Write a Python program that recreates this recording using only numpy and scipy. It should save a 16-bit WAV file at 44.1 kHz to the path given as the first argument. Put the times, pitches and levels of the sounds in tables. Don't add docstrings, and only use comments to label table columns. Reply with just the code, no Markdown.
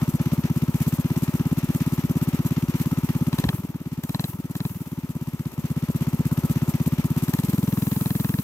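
import sys
import numpy as np
from scipy import signal
from scipy.fft import rfft, irfft, next_fast_len
from scipy.io import wavfile

SR = 44100
rng = np.random.default_rng(int(sys.argv[2]) if len(sys.argv) > 2 else 0)


def pcm_store(signal):
    levels = np.round(np.clip(np.atleast_2d(signal), -1, 1) * 32767)
    wavfile.write(sys.argv[1], SR, levels.astype(np.int16).T)


def attenuation_scalar(level_db):
    decades = np.asarray(level_db, float) / 20
    return 10 ** decades


N = 371763
TIME = np.arange(N) / SR


def rms_one(x):
    return x / np.sqrt(np.mean(x ** 2) + 1e-20)


def at_hz(points, hz):
    table_hz, values = np.transpose(points)
    return np.interp(np.log(hz), np.log(table_hz), values)


def ring(clicks, hz, t60):
    r, w = attenuation_scalar(-60 / (t60 * SR)), 2 * np.pi * hz / SR
    return signal.lfilter([0, np.sin(w)], [1, -2 * r * np.cos(w), r * r], clicks + 1e-18)


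def coloured(spectrum):
    # (frequency [Hz], share [0-1])
    likeness = [(30, .1), (70, 0.99), (130, 0.16), (600, 1), (1400, 1), (3000, 0.057), (8000, 0.1),
                (15000, 0.14)]
    size = next_fast_len(N)
    hz = np.maximum(np.fft.rfftfreq(size, 1 / SR), 1)
    low, high = spectrum[0][0], spectrum[-1][0]
    edges = np.minimum(hz / low, 1) ** 4 * np.minimum(high / hz, 1) ** 4
    gain = attenuation_scalar(at_hz(spectrum, hz)) * edges
    alike = np.clip(at_hz(likeness, hz), 0, 1)
    mid, side = rfft(rng.standard_normal((2, size)))
    pair = gain * (np.sqrt(1 + alike) * mid + np.sqrt(1 - alike) * side * [[1], [-1]])
    return rms_one(irfft(pair, size)[:, :N])


def bump(ms, centre, rise, fall):
    bell = np.exp(-((ms - centre) / rise) ** 2)
    decay = np.exp(-np.maximum(ms - centre, 0) / fall)
    return np.where(ms < centre, bell, decay)


def flick(ms, hz, width):
    return np.cos(2 * np.pi * hz * ms / 1000) * np.exp(-((ms + width / 2) / width) ** 2)


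def on_strokes(rows, blows):
    s, *columns = np.transpose(rows)
    out = np.zeros((len(columns), len(blows)))
    out[:, np.abs(blows[:, None] - s).argmin(axis=0)] = columns
    return out


def leaving_db(s):
    leaves_s, db_per_s = 7.32, -4
    return db_per_s * np.maximum(s - leaves_s, 0)


def crank():
    # (time [s], exhaust strokes done [count], stroke period [ms])
    crank_speeds = [(-0.0394, -1, 60.5), (0.8072, 13, 61.4), (1.5167, 25, 58.7), (2.2171, 37, 59.0),
                    (2.9186, 49, 57.7), (3.3312, 56, 58.6), (3.5366, 60, 43.4), (3.6394, 62, 52.7),
                    (3.9792, 68, 59.5), (4.1476, 71, 49.1), (4.2424, 73, 42.6), (4.5547, 79, 53.4),
                    (4.7523, 83, 54.4), (5.3978, 94, 61.5), (7.1065, 122, 60.3), (7.39, 127, 48.8),
                    (7.5835, 131, 48.5), (8.4358, 149, 47.2)]
    s, done, cycle_ms = np.transpose(crank_speeds)
    count = np.arange(done[0], done[-1] + 1)
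    k = np.minimum(np.searchsorted(done, count, "right"), len(done) - 1) - 1
    span, cycle_s = np.diff(done)[k], cycle_ms / 1000
    u = (count - done[k]) / span
    blows = s[k] + np.diff(s)[k] * u ** 2 * (3 - 2 * u)
    blows = blows + span * u * (1 - u) * (cycle_s[k] * (1 - u) - cycle_s[k + 1] * u)
    blows = blows + rng.normal(0, .0001, len(blows))
    stroke = np.clip(np.searchsorted(blows - .012, TIME) - 1, 0, len(blows) - 1)
    return blows, stroke, (TIME - blows[stroke]) * 1000


def effort(blows):
    # (from [s], to [s], crack at full load [dB], thump lift [dB], intake lift [dB])
    openings = [
        (3.324, 3.51, -16, 0.5, 1.5),
        (4.038, 4.26, -13, 5.5, 7),
        (4.515, 4.68, -20.5, 6, 4.5),
        (7.25, 7.41, -26, 1.5, 3.5),
        (7.4, 8.5, -28, 3, 4),
    ]
    loading_times = [0.16, 0.13, 0.048, 0.056, 0.57]
    # (time [s], thump change [dB], late half gain [dB])
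    lean_strokes = [
        (3.54, 4, 1),
        (3.64, 0, 5),
        (3.69, -2, -1),
        (3.80, -5, 5),
        (4.44, -0.5, -1.5),
        (4.86, -5.5, 5),
        (5.52, -20, 5),
    ]
    # (time [s], lift [dB])
    gulps = [(.29, 0.5), (.81, 2.5), (.87, 4), (.93, 4.5), (1.17, 3), (1.34, 2.5), (1.75, 2.5), (1.92, 2.5),
             (2.45, 2.5), (2.80, 5.5), (2.98, 2.5), (4.04, -1.5), (4.55, 1.5), (5.89, 1.5), (6.5, 2),
             (6.68, 1), (6.86, 3.5), (6.99, -0.5), (7.23, 3), (7.34, 1), (7.56, -1)]
    luck = np.clip(rng.standard_normal((len(blows), 2)), -2, 1.5)
    cycle_ms = np.gradient(blows) * 1000
    coasting = np.clip((58 - cycle_ms) / 4, 0, 1)
    lean_db, lean_late_db = on_strokes(lean_strokes, blows)
    level_db = -15.5 + .5 * (np.clip(cycle_ms, 57.5, 61) - 60.5) + lean_db + .5 * leaving_db(blows)
    crack_db = -54 + 9 * luck[:, 0] - 2 * coasting
    late_db = 0.77 + 0.78 * luck[:, 1] + lean_late_db
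    intake_db, = on_strokes(gulps, blows)
    for (start, end, full_db, lift_db, gulp_db), loading_s in zip(openings, loading_times):
        is_open = (blows > start) & (blows < end)
        load = np.clip((blows - start) / loading_s, 0, 1)
        opening_db, pulling = full_db - 9.5, end > TIME[-1]
        loaded_db = opening_db + (full_db - opening_db) * load + pulling * 0.83 * luck[:, 0]
        crack_db = np.where(is_open, loaded_db, crack_db)
        level_db = level_db + is_open * lift_db * np.clip((blows - start) / 0.13, 0, 1)
        late_db = late_db + is_open * np.where(pulling, 1.1, -1)
        intake_db = intake_db + is_open * gulp_db
    return level_db, crack_db, late_db, intake_db


def exhaust(blows, stroke, ms, work):
    # (from [s], to [s])
    overruns = [
        (3.52, 3.62),
        (4.27, 4.37),
        (4.69, 4.78),
    ]
    # (after blow-down [ms], pitch [Hz])
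    pitch_glide = [(-4, 106), (1, 183), (4.5, 82), (8.5, 174), (11, 292), (14, 279), (30, 80)]
    level_db, _, late_db, _ = work
    luck = rng.standard_normal((len(blows), 3))
    shut = sum((blows > a) & (blows < b) for a, b in overruns)[stroke]
    load = np.clip((3.5 - late_db[stroke]) / 4.9, -.3, 1.3) * (1 - shut)
    cycle_ms = np.gradient(blows)[stroke] * 1000
    fast = np.clip((58 - cycle_ms) / 11, 0, 1)
    grid = np.arange(-12, 70, .02)
    turns = np.cumsum(np.interp(grid, *np.transpose(pitch_glide))) * 2e-5
    turns = turns - np.interp(0, grid, turns)
    ms = ms * (1 + .01 * luck[stroke, 0]) + .2 - .25 * load - .4 * fast
    closing = .18 * cycle_ms + 1.2
    after = np.maximum(ms - closing, 0)
    opened = 1 / (1 + np.exp(-(ms + 0.17 + 0.96 * load) / 0.77))
    fading = attenuation_scalar(-.62 * np.clip(ms - 7, -8, 8)) * np.exp(-after / 3.6)
    blow = -np.cos(2 * np.pi * np.interp(ms, grid, turns)) * opened * fading * (1 + 0.051 * load)
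    travel = np.clip((ms - 5) / (closing - 5), 0, 1)
    push = -(1.07 + 0.21 * fast) * np.sin(2 * np.pi * travel) * travel ** 0.5
    slam = (2.4 - 1.62 * load - 1.02 * fast) * attenuation_scalar(2.5 * luck[stroke, 2])
    pipe = -np.sin(2 * np.pi * after * 255 / 1000) * np.exp(-after / (2.2 + .8 * load))
    body = (.22 - 0.067 * fast) * np.sin(2 * np.pi * after * 0.082) * np.exp(-after / 6.8)
    header_hz = 332 + 9.6 * np.clip(58.5 - cycle_ms, 0, 12)
    leak = np.maximum(ms * header_hz / 1000 + 1.8, 0)
    ringing = np.exp(-leak / (3 + 2.5 * fast))
    header = (.17 - 0.051 * fast) * np.sin(2 * np.pi * leak) * ringing * (1 - shut)
    dip_depth = 0.25 * fast * (1 - shut) * attenuation_scalar(1.7 * leaving_db(TIME))
    slow_dip = -dip_depth * np.exp(-((ms - 4.0) / 4.8) ** 2)
    slow_gulp = 0.17 * shut * flick(ms - 9.0, hz=69.0, width=7.3)
    intake = (0.35 + .5 * shut - 0.23 * load) * flick(ms - 0.3788 * cycle_ms, hz=206, width=2.5)
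    cool_turns = .122 * (ms - 6.3) + .08 * np.maximum(ms - 10.4, 0)
    cold = -1.6 * np.cos(2 * np.pi * cool_turns) * bump(ms, 6.7, 5.0, 7.3)
    stroke_wave = np.where(shut, cold, blow + push + slam * (pipe + body))
    loudness = attenuation_scalar(level_db - 0.16 + 0.15 * luck[:, 1])[stroke]
    thump = (stroke_wave + header + slow_dip + slow_gulp + intake) * loudness
    return signal.sosfilt(signal.butter(2, 800, fs=SR, output="sos"), thump)


def cracks(blows, stroke, ms, work):
    # (frequency [Hz], level [dB], t60 [s])
    mouth_modes = [(717, -5, 0.013), (1002, 3.5, 0.017), (1780, 5.5, 0.0087), (2540, -1, 0.014),
                   (3300, -5, 0.026), (3980, 1.5, 0.019)]
    level_db, crack_db, _, _ = work
    inside = (blows > .01) & (blows < TIME[-1] - .01)
    at, out = ((blows[inside] - .0006) * SR).astype(int), 0
    for hz, mode_db, t60 in mouth_modes:
        octaves = np.log2(hz / 1000)
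        uneven_db = rng.normal(0, 2.5, (len(blows), 2))
        leak_db = level_db + mode_db - 25.0 - 54.0 * octaves ** 2 + uneven_db[:, 1]
        clicks = np.zeros(N)
        clicks[at] = -attenuation_scalar(crack_db + mode_db - 7.5 + uneven_db[:, 0])[inside]
        clicks[at - round(.0032 * SR)] = attenuation_scalar(leak_db)[inside]
        clicks[at + round(.0065 * SR)] = clicks[at] * attenuation_scalar(-10 - 5 * octaves)
        out = out + ring(clicks, hz, t60)
    white = rng.standard_normal((3, N))
    band = signal.butter(2, [500, 4600], "band", fs=SR, output="sos")
    spit = signal.sosfilt(band, white[:2] + white[2])
    return out + spit * attenuation_scalar(-8) * bump(ms, -1, 1.3, 1.8) * attenuation_scalar(crack_db)[stroke]


def stroke_gain(blows, stroke, idle_db, spread_db, lift_db):
    chance_db = spread_db * rng.standard_normal(len(blows))
    return attenuation_scalar(idle_db + chance_db + lift_db + leaving_db(blows))[stroke]


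def case_clatter(ms, late, eager, luck):
    # (frequency [Hz], level [dB per Hz])
    case_spectrum = [(210, -57.5), (350, -3.5), (416, -10.5), (453, -32), (571, -11), (724, -20),
                     (913, -11), (1140, -16.5), (1300, -12), (1700, -34), (2210, -98), (3740, -120)]
    knock = 1.36 * eager * attenuation_scalar(2.1 * luck[0]) * bump(ms, -5.5, 0.73, 4.0)
    return (1 + knock + .5 * bump(late, 7.2, 4.8, 7.9)) * coloured(case_spectrum)


def gas_rush(ms, late, luck):
    # (frequency [Hz], level [dB per Hz])
    rush_spectrum = [(820, -0.5), (1400, -4.5), (1760, -2), (2720, -2), (2980, -5), (4670, -11), (6000, -8),
                     (7800, -23.5), (13200, -120)]
    blow = 1.73 * attenuation_scalar(3 * luck[1]) * bump(ms, -4.0, 2.7, 6.7)
    draw = .5 * attenuation_scalar(7.5 * luck[2]) * bump(late, 16.9, 10.8, 22.0)
    return (1 + blow + draw) * coloured(rush_spectrum)


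def valve_rattle(intake):
    # (frequency [Hz], level [dB], t60 [s])
    valve_modes = [(6000, -7, .025), (6940, -9, .02), (7900, -9, .01), (8500, -9, .008), (11800, -3, .015),
                   (12250, -4, .02), (13170, 0, .022), (15300, -6, .025)]
    struck = rng.random(N) < 1500 * intake ** 2 / SR
    ticks = struck * attenuation_scalar(6 * np.minimum(rng.exponential(1, N), 2.5)) * rng.choice([-1, 1], N)
    dealt = rng.integers(0, len(valve_modes), N)
    rattle = 0
    for k, (hz, mode_db, t60) in enumerate(valve_modes):
        rattle = rattle + attenuation_scalar(mode_db) * ring(ticks * (dealt == k), hz, t60)
    rattle = rms_one(rattle)
    return attenuation_scalar(-3) * np.array([rattle, .5 * rattle + .6 * np.roll(rattle, 90)])


def intake_hiss(blows, stroke, ms, late, luck):
    # (frequency [Hz], level [dB per Hz])
    hiss_spectrum = [(2940, -14), (5000, -12), (5930, -13), (6600, -8), (8620, -6.5), (10400, -9),
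                     (12800, 2), (13600, -10), (13900, -6), (15100, -4), (16000, -26)]
    # (time [s], lift [dB])
    spits = [
        (3.33, 6),
        (3.39, 7),
        (4.04, 11.5),
        (4.09, 8),
        (4.55, 8),
        (7.28, 1),
        (7.34, 12),
    ]
    spit_db = on_strokes(spits, blows)[0, stroke]
    spit = 1.3 * attenuation_scalar(1.1 * luck[3] + spit_db) * bump(ms, -0.7, 2.3, 0.41)
    intake = 0.37 + spit + 0.95 * attenuation_scalar(2.3 * luck[2]) * bump(late, 14, 7.3, 12.8)
    flutter = attenuation_scalar(2.5 * np.interp(TIME * 70, np.arange(600), rng.standard_normal(600)))
    return attenuation_scalar(6.0) * intake * flutter * coloured(hiss_spectrum) + valve_rattle(intake)


def running(blows, stroke, ms, work):
    intake_db = work[3]
    luck = np.clip(rng.standard_normal((len(blows), 5)), -2, 1.3)[stroke].T
    quicker = .06 / np.gradient(blows)[stroke]
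    late, eager = ms * quicker, np.clip(quicker, 1, 1.3) ** 3
    case_gain = stroke_gain(blows, stroke, -46, 1.03, 0.067 * intake_db)
    rush_gain = stroke_gain(blows, stroke, -52 + 2.5, 1, 0.1 * intake_db)
    hiss_gain = stroke_gain(blows, stroke, -48.5, 0.1, intake_db)
    out = case_gain * case_clatter(ms, late, eager, luck) + rush_gain * gas_rush(ms, late, luck)
    return out + hiss_gain * intake_hiss(blows, stroke, ms, late, luck)


def night_air():
    # (frequency [Hz], level [dB per Hz])
    air_spectrum = [(20, -12), (40, -21), (70, -31), (130, -16), (220, 3.5), (350, -9), (500, -7.5)]
    # (frequency [Hz], level [dB per Hz])
    breeze_spectrum = [(18, -6), (30, -10), (45, -6), (70, -6)]
    air = attenuation_scalar(-54.5 + 7.5 + leaving_db(TIME)) * coloured(air_spectrum)
    return air + attenuation_scalar(-46) * coloured(breeze_spectrum) * [[1.3], [.8]]


def single_pushes():
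    # (time [s], peak level [dB], frequency [Hz])
    low_pushes = [
        (3.47, -12.5, 69.6),
        (5.539, -20.5, 200),
    ]
    out = 0
    for s, level_db, hz in low_pushes:
        turns = (TIME - s) * hz
        out = out + attenuation_scalar(level_db) * np.sin(2 * np.pi * (turns + 0.19)) * np.exp(-(turns / 0.35) ** 2)
    return out


def clutch():
    # (loudest at [s], level [dB], rise [s], fall [s])
    brushes = [
        (3.57, -38.5, 0.068, 0.031),
        (4.29, -32, 0.029, .05),
        (4.67, -35, .05, 0.13),
        (8.05, -38, 0.43, 0.97),
    ]
    # (frequency [Hz], level [dB per Hz])
    brush_spectrum = [(3530, -23), (6000, -17), (6380, -14), (9500, -10.5), (10900, -4), (12300, -0.5),
                      (15200, -3), (16000, -14)]
    swell = sum(attenuation_scalar(db) * bump(TIME, s, rise, fall) for s, db, rise, fall in brushes)
    return swell * coloured(brush_spectrum)


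def gain_control():
    duck_s, duck_db, attack_s = 3.5, -7.5, 0.071
    release_s, release_db_per_s = 5.146, 7.5
    recovering_db = duck_db + release_db_per_s * np.maximum(TIME - release_s, 0)
    wanted_db = (TIME > duck_s) * np.minimum(recovering_db, 0)
    r = np.exp(-1 / (attack_s * SR))
    return attenuation_scalar(signal.lfilter([1 - r], [1, -r], wanted_db))


def scene():
    blows, stroke, ms = crank()
    parts = blows, stroke, ms, effort(blows)
    engine = exhaust(*parts) + cracks(*parts) + running(*parts)
    return engine + night_air() + single_pushes() + clutch()


def band_limit(x):
    return signal.sosfilt(signal.butter(12, 17000, fs=SR, output="sos"), x)


def record(dry):
    # (frequency [Hz], level [dB])
    balance = [(40, 2), (70, 1), (300, .7), (700, 1.1), (1300, .8), (2400, 1.4), (4400, 2.5), (8000, 1),
               (13000, 2)]
    left_lead = 6
    size = next_fast_len(N + 64)
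    hz = np.maximum(np.fft.rfftfreq(size, 1 / SR), 1)
    tilt = attenuation_scalar(at_hz(balance, hz) / 2)
    late = np.exp(-1j * np.pi * hz * left_lead / SR)
    bass = hz ** 2 / (hz ** 2 + 42.0 ** 2)
    spectra = rfft(dry * gain_control(), size) * bass * [tilt / late, late / tilt]
    x = irfft(spectra, size)[:, :N]
    x = signal.sosfilt(signal.butter(2, 45, "high", fs=SR, output="sos"), x)
    x = signal.sosfilt(signal.cheby2(24, 55, 16050, fs=SR, output="sos"), x)
    return band_limit(x)


dry = scene()
out = record(dry)
pcm_store(out)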